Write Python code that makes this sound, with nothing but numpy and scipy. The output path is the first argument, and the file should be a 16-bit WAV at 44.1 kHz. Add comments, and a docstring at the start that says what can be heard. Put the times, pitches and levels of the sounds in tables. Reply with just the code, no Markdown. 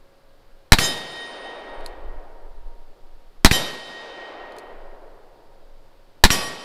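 """Wind touches the microphone over a quiet outdoor hush, and a steel plate still hums from earlier hits.
Then come three revolver shots: a noise crack with a pulse of suction, then a bullet smacking the plate.
The plate rings as a set of beating tones, while trees and deep woods answer with fading noise.
The camera turns itself down at each blast, holds, then climbs back as the woods still echo.
Before the second and third shots, clicks of noise and short tones cock the hammer while gusts come and go."""
import sys
import numpy as np
from scipy import signal
from scipy.fft import rfft, irfft, next_fast_len
from scipy.io import wavfile
from scipy.ndimage import minimum_filter1d

SR = 44100
rng = np.random.default_rng(int(sys.argv[2]) if len(sys.argv) > 2 else 0)


def digitize_waveform(pressure):
    """Quantize a signal to 16-bit integers and store it at the path in sys.argv[1].

    Rows of a 2-D input are taken as channels; values are limited to [-1, 1].
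    """
    field = np.atleast_2d(pressure).T
    bounded = np.clip(field, -1, 1)
    quanta = np.round(bounded * 32767).astype(np.int16)
    wavfile.write(sys.argv[1], SR, quanta)


N = 292824  # length in samples


def amp(db):
    """Turn decibels into a plain multiplier."""
    return 10 ** (np.asarray(db) / 20)


def unit(x):
    """Scale a sound to an average strength (rms) of 1."""
    return x / np.sqrt(np.mean(x ** 2) + 1e-20)


def along(points, hz):
    """Read a curve of (f/Hz, value) points, spaced by the log of frequency."""
    f, v = np.transpose(points)
    return np.interp(np.log(hz + 1), np.log(f + 1), v)


def clock(seconds):
    """Sample times from zero."""
    return np.arange(int(seconds * SR)) / SR


def decay(t, t60):
    """Exponential fall from t = 0, losing 60 dB in t60 seconds; silent before."""
    return (t >= 0) * np.exp(-np.log(1000) * np.maximum(t, 0) / t60)


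def rise(t, start, length):
    """A smooth step from 0 to 1."""
    return np.sin(np.pi / 2 * np.clip((t - start) / length, 0, 1)) ** 2


def lobe(t, peak):
    """A one-sided pressure pulse that reaches height 1 at peak seconds."""
    u = np.maximum(t, 0) / peak
    return (u * np.exp(1 - u)) ** 2


def add(track, s, sound):
    """Mix a sound in at time s."""
    part = track[round(s * SR):][:len(sound)]
    part += sound[:len(part)]


def noise(spectrum, size):
    """Noise coloured by a spectrum and scaled to rms 1, so only the spectrum's shape counts."""
    m = next_fast_len(size + SR // 8)
    gain = amp(along(spectrum, np.fft.rfftfreq(m, 1 / SR)))
    coloured = irfft(rfft(rng.standard_normal(m)) * gain, m)
    return unit(coloured)[:size]


def scatter(spectrum, t60s, size):
    """A diffuse echo in which each frequency dies at its own speed."""
    hz, t, z = signal.stft(noise(spectrum, size), SR, nperseg=512)
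    fading = z * decay(t, along(t60s, hz)[:, None])
    return signal.istft(fading, SR)[1][:size]


def wobble(t, rate):
    """Straight lines between random points of unit spread, rate points a second."""
    knots = rng.standard_normal(int(t[-1] * rate) + 3)
    return np.interp(t * rate, np.arange(len(knots)), knots)


# the three shots: [t/s, blast level/dB, delay until the hit is heard t/s, hit level/dB,
# thump level/dB on top of the common thump level, time from the hit to the ring's swell t/s]
SHOTS = [(.7206, -0.5, .0655, 0, -9, 0.064), (3.4471, -0.5, .065, -0.5, 0, 0.037),
         (6.2384, -0.5, .0652, -0.5, -7.5, 0.018)]
# colour of the muzzle crack: [f/Hz, relative level/dB per Hz]
CRACK_COLOUR = [(30, -6.5), (110, 2.5), (200, 8.5), (300, 4), (550, -4.5), (850, 5.5), (1200, -2.5),
                (1750, 3), (2200, -1.5), (3000, -6.5), (3900, 4), (5500, -9.5), (9000, -13.5),
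                (15000, -22.5)]


def shots():
    """Each shot sends its blast and echo at once; the hit and the ring follow after the bullet's flight."""
    out, t, early = np.zeros(N), clock(3), clock(.5)
    pattern = noise(CRACK_COLOUR, len(early))  # the surroundings scatter every blast in much the same way
    for shot, (s, db, flight, hit_db, thump_db, bloom) in enumerate(SHOTS):
        crack = unit(pattern + noise(CRACK_COLOUR, len(early)))
        add(out, s, amp(db) * blast(early, crack))
        add(out, s, amp(db) * echoes(t))
        add(out, s + flight, impact(early, hit_db, thump_db))
        add(out, s + flight, plate(t, shot, bloom))
    return out


# ways the blast reaches us (direct, ground, nearby things), before the shot's own level:
# [delay t/s, level/dB, time to fall 60 dB t/s]
BLAST_PATHS = [(0, 29.5, 0.027), (.0052, 16.5, 0.018), (.009, 18, 0.045), (0.015, 10, .045),
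               (0.023, -3, .15)]


def blast(t, crack):
    """The muzzle crack arrives along several paths, over a deep swing of suction."""
    power = sum((amp(db) * decay(t - delay, t60)) ** 2 for delay, db, t60 in BLAST_PATHS)
    suction = amp(24.0) * lobe(t - .002, peak=0.0043) + amp(9.5) * lobe(t - .015, peak=0.0049)
    return np.sqrt(power) * crack - suction


# colour of the bullet's smack: [f/Hz, relative level/dB per Hz]
SMACK_COLOUR = [(100, -14.5), (700, -13.5), (1500, 1), (2400, 4), (3200, -5.5), (4100, -3), (6000, -14.5),
                (15000, -27.5)]
# colour of the flying lead fragments: [f/Hz, relative level/dB per Hz]
SPRAY_COLOUR = [(300, -16.5), (1500, -3), (4500, 1.5), (6500, -3.5), (11000, -5.5), (15000, -15.5)]


def impact(t, hit_db, thump_db):
    """The bullet smacks the plate, shoves it and sprays fragments."""
    smack = amp(11) * decay(t, 0.028) * noise(SMACK_COLOUR, len(t))
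    spray = amp(-2.0) * rise(t, 0, 0.0056) * decay(t, 0.3) * noise(SPRAY_COLOUR, len(t))
    shove = amp(16 + thump_db) * lobe(t - .002, peak=0.0012)
    return amp(hit_db) * (smack + spray) - shove


# the plate's tones; each bullet lands on another spot. Levels are before RING_DB, times before DAMPING:
# [f/Hz, time to fall 60 dB t/s, early swell level/dB, level/dB for shot 1, shot 2, shot 3]
PLATE_MODES = [ (550, 9, 0, -50, -46, -46), (936, 6, 0, -39, -43, -40), (1135, 1, 0, -29, -29, -8),
               (1877, 1.8, 4, -8, -9, -11), (2560, 1.4, 2, -31, -27, -16), (3078, 1.45, 8, -10, -10, -17),
               (3270, 1, 6, -32, -20, -22), (3690, 1.3, 2, -6, -12, -24), (3889, 1.3, 10, -18, -16, -32),
               (4996, 1.15, 6, -21, -15, -15), (5068, 1.1, 8, -12, -33, -17), (5636, 1, 12, -27, -20, -12),
               (6152, .95, 11, -28, -24, -30), (6495, .95, 16, -21, -42, -29),
               (7289, .9, 19, -24, -24, -27), (7687, .95, 13, -42, -30, -19), (8105, .9, 11, -28, -31, -30),
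               (8350, 1.7, 10, -38, -46, -36), (8780, .8, 9, -29, -23, -27), (9035, 1.2, 7, -18, -38, -20),
               (9630, .7, 8, -40, -21, -40), (9720, .7, 8, -35, -38, -13), (10222, .75, 7, -19, -26, -22),
               (11470, .65, 6, -22, -16, -17), (12170, .55, 6, -22, -42, -40),
               (13340, .6, 5, -40, -42, -24), (14075, .75, 3, -27, -50, -30)]
RING_DB, DAMPING = 0.2, 1.157  # added to every level; the hanger's extra loss, a factor on the decay rate
FLEX_S = .041  # half length of the early swell, where its dB have dropped to 37 %
SWING_S, EDGE_ON_S = .305, .255  # seconds between edge-on moments, and from the hit to one of them
EDGE_LOSS, SWING_T60 = .6, 5.5  # share lost edge-on at t = 0; seconds for that share to fall 60 dB
TWIN, TWIN_SPLIT = .38, .0023  # each tone's weaker twin: relative size, relative detuning
DRIFT = .0005  # relative size of the random pitch waver
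FLUTTER_DB, FLUTTER_DB_PER_HZ = 1.43, .00025  # the narrow beams of high modes flutter most


def plate(t, shot, bloom):
    """The modes swell as the plate flexes, beat in close pairs, and fade whenever it swings edge-on."""
    ring = np.zeros(len(t))
    flexing = np.exp(-((t - bloom) / FLEX_S) ** 2)
    edge_on = np.cos(np.pi * (t - EDGE_ON_S) / SWING_S) ** 4
    facing = 1 - np.clip(EDGE_LOSS * decay(t, SWING_T60), 0, .9) * edge_on
    for hz, t60, swell_db, *levels in PLATE_MODES:
        u = t[:int(t60 * SR)]
        cycles = hz * np.cumsum(1 + DRIFT * wobble(u, rate=25)) / SR
        phase = 2 * np.pi * (cycles + rng.random())
        flutter_db = (FLUTTER_DB + FLUTTER_DB_PER_HZ * hz) * wobble(u, rate=np.sqrt(hz) / 4)
        twin_phase = phase + 2 * np.pi * (TWIN_SPLIT * hz * u + rng.random())
        pair = np.sin(phase) + TWIN * np.sin(twin_phase)
        level_db = RING_DB + levels[shot] + swell_db * flexing[:len(u)] + flutter_db
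        ring[:len(u)] += amp(level_db) * decay(u, t60 / DAMPING) * pair
    return ring * facing * rise(t, 0, 0.72 * bloom)


# colour of the near tree line's echo: [f/Hz, relative level/dB per Hz]
TREES_COLOUR = [(30, -1.5), (70, 0.5), (150, 2.5), (300, 1), (800, -0.5), (1300, -5.5), (2500, -6.5),
                (4500, -4.5), (6000, -14.5), (10000, -17.5), (15000, -29.5)]
# how long that echo lasts: [f/Hz, time to fall 60 dB t/s]
TREES_FADE = [(50, 0.53), (150, 0.8), (500, 0.95), (4000, 0.79), (12000, 0.58)]
# colour of the deep woods' echo: [f/Hz, relative level/dB per Hz]
WOODS_COLOUR = [(40, -7), (130, -23), (220, -11.5), (400, -2), (700, -0.5), (1200, -6), (2500, -6.5),
                (4500, -1), (6000, -8), (10000, -14), (15000, -29)]
# how long that echo lasts: [f/Hz, time to fall 60 dB t/s]
WOODS_FADE = [(100, 2.11), (400, 3.72), (800, 3.25), (2000, 2.29), (4000, 1.44), (8000, 1.035),
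              (14000, 0.93)]


def echoes(t):
    """The tree line answers faster; the deep woods build up slowly and roll on, losing their treble."""
    near = amp(2.5) * rise(t, 0.036, 0.074) * scatter(TREES_COLOUR, TREES_FADE, len(t))
    far = amp(-12.5) * rise(t, 0.035, 0.17) * scatter(WOODS_COLOUR, WOODS_FADE, len(t))
    clumps_db = 0.44 * wobble(t, rate=26)  # trees stand in clumps
    return (near + far) * amp(clumps_db)


# the hammer is thumbed back; the level is before CLICK_LIFT_DB:
# [time it locks t/s, level of that click/dB, length of the pull t/s]
COCKING = [(1.862, -31, .054), (4.5853, -38, .063)]
# colour of each click: [f/Hz, relative level/dB per Hz]
CLICK_COLOUR = [(1000, -30), (3000, -25), (4200, 9.5), (6000, -8), (7500, -4), (10000, -7), (13000, -12),
                (16000, -19)]
# the revolver frame's tones, relative to the click: [f/Hz, level/dB, time to fall 60 dB t/s]
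FRAME_MODES = [(2540, -14.5, 0.018), (4260, -7, 0.013), (6440, -20, 0.038), (9800, -9, 0.018)]
CLICK_LIFT_DB = 3  # added to every click level here
NOTCH_DB = -52.5  # the first notch, as the pull starts
STOP_DB, STOP_LEAD = -50, 0.3  # the cylinder stop drops in with this share of the pull to go
SETTLE_DB, SETTLE_S = -52, .0095  # the hammer settles this many seconds after locking


def cocking():
    """Each pull clicks four times: first notch, cylinder stop, full cock, settling; the frame rings faintly."""
    out, t = np.zeros(N), clock(.2)
    for locked, lock_db, pull in COCKING:
        clicks = [(-pull, NOTCH_DB), (-STOP_LEAD * pull, STOP_DB), (0, lock_db), (SETTLE_S, SETTLE_DB)]
        for delay, db in clicks:
            fading = decay(t, 0.0071) + amp(-22) * decay(t, 0.098)
            sound = fading * noise(CLICK_COLOUR, len(t))
            for hz, level, t60 in FRAME_MODES:
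                strength = amp(level + rng.normal(0, 0.78))  # every click differs a little
                sound += strength * decay(t, t60) * np.sin(2 * np.pi * hz * t)
            add(out, locked + delay, amp(db + CLICK_LIFT_DB) * sound)
    return out


# plate tones still sounding from earlier hits: [f/Hz, level/dB at the start, time to fall 60 dB t/s]
LINGERING = [(549.5, -59.5, 14), (1630, -74.5, 13)]


def lingering():
    """The steel has not quite come to rest before the first shot, so two fading tones hum on."""
    t = np.arange(N) / SR
    return sum(amp(db) * decay(t, t60) * np.sin(2 * np.pi * hz * t) for hz, db, t60 in LINGERING)


# gusts on top of the breeze, before the random eddies:
# [time of the peak t/s, level/dB, half length to 37 % t/s]
GUSTS = [(1.85, -31.5, .13), (2.12, -27.5, .15), (2.62, -28.5, .18), (3.17, -38, 0.24), (4.83, -39, 0.11),
         (5.68, -41.5, .13)]
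# colour of the wind's rumble: [f/Hz, relative level/dB per Hz]
RUMBLE_COLOUR = [(8, 5), (18, 14.5), (35, -9.5), (55, -24), (90, -33), (200, -51), (600, -90.5)]
# colour of the low buffeting: [f/Hz, relative level/dB per Hz]
BUFFET_COLOUR = [(12, -14), (28, 1.5), (45, -3.5), (70, -21), (110, -38), (300, -70)]
# colour of the outdoor hush: [f/Hz, relative level/dB per Hz]
HUSH_COLOUR = [(40, -19), (90, -10.5), (190, -18.5), (300, -15), (550, -13.5), (950, -19.5), (1500, -23),
               (2400, -29), (4700, -29), (6000, -38.5), (10000, -41), (15000, -41.5)]
CALM_DB = -48.5  # the breeze between gusts, before the eddies
EDDY_DB, EDDIES_PER_S = 2.5, 6.1  # the wind's random unsteadiness
BUFFET_DB, BUFFET_GROWS = -10, 2.4  # buffeting against rumble at the strongest flow; power it grows by


def air():
    """Gusts swell and fade on the microphone, the stronger ones buffeting it, over a quiet outdoor hush."""
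    t = np.arange(N) / SR
    flow = amp(CALM_DB) + sum(amp(db) * np.exp(-((t - s) / half) ** 2) for s, db, half in GUSTS)
    strongest = flow.max()
    buffet_level = amp(BUFFET_DB) * strongest * (flow / strongest) ** BUFFET_GROWS
    wind = flow * noise(RUMBLE_COLOUR, N) + buffet_level * noise(BUFFET_COLOUR, N)
    eddies = amp(EDDY_DB * wobble(t, rate=EDDIES_PER_S))
    return wind * eddies + amp(-58.5) * noise(HUSH_COLOUR, N)


def scene():
    """Shots, steel, lockwork and wind at one microphone."""
    return (shots() + lingering() + cocking() + air())[None]


def ducking(x, depth_db=19.0, hold=0.32, release_db=24, easing=1.6):
    """Gain control: drops at once on overload, holds, then climbs back, slowing as it nears full gain."""
    need = np.clip(20 * np.log10(np.abs(x) + 1e-9), 0, depth_db)
    size = int(hold * SR)  # hold is in seconds
    held = -minimum_filter1d(-need, size, origin=(size - 1) // 2, mode="constant")
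    ramp = release_db * np.arange(N) / SR  # dB per second, before the easing bends it
    cut = np.abs(np.maximum.accumulate(held + ramp) - ramp)
    return amp(-depth_db * (cut / depth_db) ** easing)


def record(dry):
    """The camera ducks and softly clips; its coupling capacitor rebounds after each blast; the top is cut."""
    x = dry[0] * ducking(dry[0])
    x = x / (1 + x ** 4) ** .25
    x = signal.lfilter(*signal.butter(1, 1.6, "high", fs=SR), x)
    m = next_fast_len(N + SR // 2)
    passband = 1 - rise(np.fft.rfftfreq(m, 1 / SR), 14900, 1200)  # fades out from 14900 to 16100 Hz
    return irfft(rfft(x, m) * passband, m)[None, :N]


dry = scene()
out = record(dry)
digitize_waveform(out)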